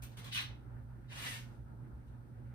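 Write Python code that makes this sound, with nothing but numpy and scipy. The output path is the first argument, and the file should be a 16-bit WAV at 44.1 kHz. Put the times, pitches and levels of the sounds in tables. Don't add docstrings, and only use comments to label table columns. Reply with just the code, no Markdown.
import sys
import numpy as np
from scipy import signal
from scipy.fft import rfft, irfft
from scipy.io import wavfile

SR = 44100
rng = np.random.default_rng(int(sys.argv[2]) if len(sys.argv) > 2 else 0)


def file_out(sig):
    cols = np.atleast_2d(sig).T
    lim = np.clip(cols, -1, 1)
    pcm = np.round(lim * 32767).astype(np.int16)
    wavfile.write(sys.argv[1], SR, pcm)


N = 112014
HZ = np.fft.rfftfreq(N, 1 / SR)
TIME = np.arange(N) / SR


def amp(db):
    return 10 ** (np.asarray(db) / 20)


def unit_rms(x):
    return x / np.sqrt(np.mean(abs(x) ** 2) + 1e-20)


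def curve_at(points, hz):
    freq_hz, value = np.transpose(points)
    return np.interp(np.log(hz + 1), np.log(freq_hz), value)


def drift(rate_hz):
    return unit_rms(irfft(rfft(rng.standard_normal(N)) * np.exp(-(HZ / rate_hz) ** 2), N))


# freq_hz, density_db
RUMBLE_SPECTRUM = [(10, -31), (22, -38), (32, -9.5), (48, -1.5), (62, 6.5), (80, -9), (97, 0), (135, -6.5),
                   (165, -6.5), (245, -9.5), (320, -12.5), (430, -19), (680, -23.5), (850, -20),
                   (1100, -29), (1400, -22.5), (2000, -35.5), (3000, -43.5), (7000, -52), (9000, -48),
                   (15000, -51)]

def rumble(level_db=-54, swell_db=2.53, swell_hz=11):
    noise = unit_rms(irfft(rfft(rng.standard_normal((2, N))) * amp(curve_at(RUMBLE_SPECTRUM, HZ)), N))
    spectrum = rfft(noise)
    octave = np.log2(np.clip(HZ, 2 ** 5, 2 ** 12))
    out = np.zeros((2, N))
    for k in range(5, 13):
        band = irfft(spectrum * np.maximum(1 - abs(octave - k), 0), N)
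        out += band * amp(level_db + swell_db * drift(swell_hz) * (k < 12))
    return out


# pitch_hz, relative_db
HUM_LINES = [(60, -20), (120, 0), (240, -15.5), (557, -28.5)]
# time_s, level_db
HUM_ENVELOPE = [(0.0, -51), (0.54, -52), (0.57, -55.5), (0.8, -49), (0.83, -53.5), (1.51, -49.5),
                (1.56, -58), (1.6, -47), (1.65, -63), (1.68, -53), (1.85, -48), (1.92, -56.5), (2.21, -51),
                (2.23, -54), (2.48, -49), (2.54, -50.5)]
# freq_hz, left_minus_right_db (also used by microphones)
BALANCE = [(30, -2), (60, 0.5), (120, -4.5), (220, -4), (380, -1.5), (700, 2.5), (1500, -0.6), (3000, 0.2),
           (4100, 0.2), (6000, -3), (8000, -0.2), (15000, -0.5)]

def hum(waver_db=0.84, waver_rad=0.74, waver_hz=14, left_lag_rad=0.44):
    out = np.zeros((2, N))
    swell_db = np.interp(TIME, *np.transpose(HUM_ENVELOPE))
    sides = np.array([[.5], [-.5]])
    for hz, db in HUM_LINES:
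        phase = 2 * np.pi * (hz * TIME + rng.random()) + waver_rad * drift(waver_hz)
        level = amp(swell_db + db + waver_db * drift(waver_hz) + sides * curve_at(BALANCE, hz))
        out += np.sqrt(2) * level * np.sin(phase - sides * left_lag_rad)
    return out


def crystals(clicks_per_s, spread_db=2):
    size = amp(spread_db * np.minimum(rng.exponential(1, N), 4))
    return unit_rms(size * rng.choice([-1., 1.], N) * (rng.random(N) < clicks_per_s / SR))


def treble_shelf(x, treble_db, corner_hz=6500):
    treble = irfft(rfft(x) * (1 - 1 / (1 + (HZ / corner_hz) ** 4)), N)
    return x + treble * (amp(treble_db) - 1)


# start_s, rise_s, length_s, level_db, treble_db
PAW_TOUCHES = [(0.021, 0.0012, 0.014, -52, 1), (.112, 0.0055, 0.016, -63, -9),
               (0.165, 0.0073, 0.025, -49, -9.5), (0.21, 0.0052, 0.027, -57, -24),
               (0.242, .002, 0.0045, -49, -8.5), (0.251, 0.007, 0.03, -49.5, -18),
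               (2.067, 0.014, 0.015, -72, -12)]
# freq_hz, density_db
TOUCH_SPECTRUM = [(150, -27), (500, -6), (850, -9.5), (1200, -8.5), (2500, -7), (3700, -6.5), (4500, -12.5),
                  (7300, -13.5), (9000, -9.5), (14000, -12), (16000, -18)]

def touches(fall_s=0.0067, crack_db=0.5, crack_s=0.0028):
    clicks = np.zeros(N)
    for start_s, rise_s, length_s, level_db, treble_db in PAW_TOUCHES:
        t = TIME - start_s
        tumble = np.clip(t / rise_s, 0, 1) * np.exp(-np.maximum(t - length_s, 0) / fall_s)
        crack = 1 + amp(crack_db) * np.exp(-abs(t) / crack_s)
        clicks += treble_shelf(crystals(clicks_per_s=2000) * tumble * crack * amp(level_db), treble_db)
    return irfft(rfft(room(clicks)) * unit_rms(amp(curve_at(TOUCH_SPECTRUM, HZ))), N)


# pitch_hz, t60_s, scrape_db, sweep_db
BOX_MODES = [(520, .13, -8, 2), (1005, .2, 9, 4), (1230, .15, 6, -2), (1485, .15, 3, 4), (1822, .3, -5, 9),
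             (1986, .22, -5, 8), (2372, .16, -6, 5), (2590, .14, 10, -8), (2940, .12, -10, 0),
             (3020, .13, 6, -12), (3280, .12, 2, -2), (3850, .12, 0, -7)]

def box_response(spot):
    return sum(amp(levels_db[spot]) / (1 + 1j * (HZ - hz) * 2 * np.pi * t60_s / np.log(1000))
               for hz, t60_s, *levels_db in BOX_MODES)


def paw_drag(pressure, spectrum, spot, body_rise_s, body_hz=2060, ring_db=-5):
    time_s, level_db, treble_db = np.transpose(pressure)
    level = amp(np.interp(TIME, time_s, level_db)) * (TIME > time_s[0]) * (TIME < time_s[-1])
    clicks = treble_shelf(crystals(clicks_per_s=16000) * level, np.interp(TIME, time_s, treble_db))
    body = irfft(rfft(clicks) / (1 + (HZ / body_hz) ** 8), N)
    depth = np.clip((TIME - time_s[0]) / body_rise_s, 0, 1) ** 2
    clicks -= body * (1 - depth)
    colour = amp(curve_at(spectrum, HZ)) * (1 + amp(ring_db) * box_response(spot))
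    return irfft(rfft(room(clicks)) * unit_rms(colour), N)


# time_s, level_db, treble_db
SCRAPE_PRESSURE = [(.305, -63, -2), (.321, -41, -14), (.328, -38, -2), (.338, -43.5, 6), (.346, -39.5, 3),
                   (.372, -38, -1), (.399, -39.5, -14), (.41, -52, 12.5), (.45, -61, -10), (.52, -76, -12)]
# freq_hz, density_db
SCRAPE_SPECTRUM = [(200, -26), (750, -19), (1050, -7.5), (2100, -2.5), (2700, 0.5), (3800, 1), (4600, -9),
                   (5800, -10), (7400, -19.5), (9000, -14), (14000, -21.5), (16000, -23)]

def scrape():
    return paw_drag(SCRAPE_PRESSURE, SCRAPE_SPECTRUM, spot=0, body_rise_s=0.052)


# start_s, level_db, pitch_hz
CLAW_KNOCKS = [(.346, -38, 3050), (.373, -31, 2640), (1.263, -44, 1990), (1.317, -45.5, 1774)]

def knocks(rise_s=0.004, spread_octaves=0.15):
    out = np.zeros((2, N))
    for start_s, level_db, pitch_hz in CLAW_KNOCKS:
        t = np.maximum(TIME - start_s, 0)
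        for hz, t60_s, *_ in BOX_MODES:
            share = np.exp(-(np.log2(hz / pitch_hz) / spread_octaves) ** 2)
            if share > .05:
                swing = np.sin(2 * np.pi * (hz * t + rng.random((2, 1))))
                out += share * amp(level_db - 60 * t / t60_s) * np.minimum(t / rise_s, 1) * swing
    return out


# time_s, level_db, treble_db
SWEEP_PRESSURE = [(1.075, -76, -15), (1.1, -56, -12), (1.125, -48.5, -8), (1.148, -57, 2),
                  (1.158, -48, -1.5), (1.215, -47.5, 0.5), (1.252, -43, 1.5), (1.266, -39.5, -7),
                  (1.288, -50.5, 6.5), (1.32, -46.5, 1.5), (1.365, -51, 1), (1.41, -74, 14),
                  (1.46, -77.5, 6), (1.56, -82.5, 8.5)]
# freq_hz, density_db
SWEEP_SPECTRUM = [(150, -22), (500, -4), (700, -6), (1100, -2.5), (1800, 0.5), (3100, 3.5), (4700, -4.5),
                  (7400, -8), (9000, -7.5), (13000, -12), (16000, -21)]

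def sweep():
    return paw_drag(SWEEP_PRESSURE, SWEEP_SPECTRUM, spot=1, body_rise_s=0.011)


def early_reflections(x, count=12, span_s=0.012):
    out = np.zeros((2, N))
    for side in out:
        for when, sign in rng.random((count, 2)):
            lag = round(when * span_s * SR)
            side[lag:] += np.sign(sign - .5) * x[:N - lag] / np.sqrt(count)
    return out


# freq_hz, t60_s
ROOM_DECAY = [(200, 0.12), (1000, .38), (3000, 0.29), (6000, .3), (10000, 0.18), (16000, 0.25)]

def reverb(x, taps_per_s=5000):
    taps = rng.choice([-1., 1.], (2, SR // 2)) * (rng.random((2, SR // 2)) < taps_per_s / SR)
    hz, t, bands = signal.stft(taps, SR, nperseg=256)
    decay = amp(-60 * t / curve_at(ROOM_DECAY, hz)[:, None])
    tail = signal.istft(bands * decay, SR, nperseg=256)[1]
    tail /= np.linalg.norm(tail, axis=1, keepdims=True)
    return signal.fftconvolve(x[None], tail, axes=1)[:, :N]


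def room(x, direct_db=-6, early_db=-8.5, crossfade_hz=9):
    angle = 2 * np.pi * crossfade_hz * TIME
    sends = x * np.cos(angle), x * np.sin(angle)
    wet = sum(reverb(send) + amp(early_db) * early_reflections(send) for send in sends)
    return wet + amp(direct_db) * np.array([x, np.zeros(N)])


# freq_hz, left_lead_rad
MIC_PHASE = [(0, 0), (180, -.2), (700, 1.8), (1100, 1.7), (1350, 2.6), (1800, 6.3), (2400, 8.5),
             (3000, 9.3), (3600, 9.7), (4100, 11.7), (4400, 11.7), (4900, 14.5), (5400, 16.3), (6400, 16.4),
             (6900, 15.7), (16100, 3.14)]
# freq_hz, coherence
MIC_COHERENCE = [(60, 0.96), (150, 0.74), (350, 0.42), (750, 0.13), (1050, 0.29), (1700, 0.16),
                 (2400, 0.13), (3100, 0.35), (4000, 0.13), (6000, 0.13), (7200, 0.64), (9200, 0.84),
                 (10300, 0.43), (11500, 1), (12800, 1), (14000, 1)]

def microphones(mid_side):
    mid, side = rfft(mid_side)
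    coherence = np.clip(curve_at(MIC_COHERENCE, HZ), 0, 1)
    mid *= np.sqrt((1 + coherence) / 2)
    side *= np.sqrt((1 - coherence) / 2)
    lead_rad = np.interp(HZ, *np.transpose(MIC_PHASE))
    pan = np.exp(.5j * lead_rad) * amp(curve_at(BALANCE, HZ) / 2)
    return irfft(np.array([(mid + side) * pan, (mid - side) / pan]), N)


def scene():
    litter = touches() + scrape() + sweep()
    return microphones(litter + rumble() + knocks()) + hum()


def record(dry):
    lowpass = signal.firwin(511, 15900, window=("kaiser", 9), fs=SR)
    return signal.oaconvolve(dry, lowpass[None], "same")


dry = scene()
out = record(dry)
file_out(out)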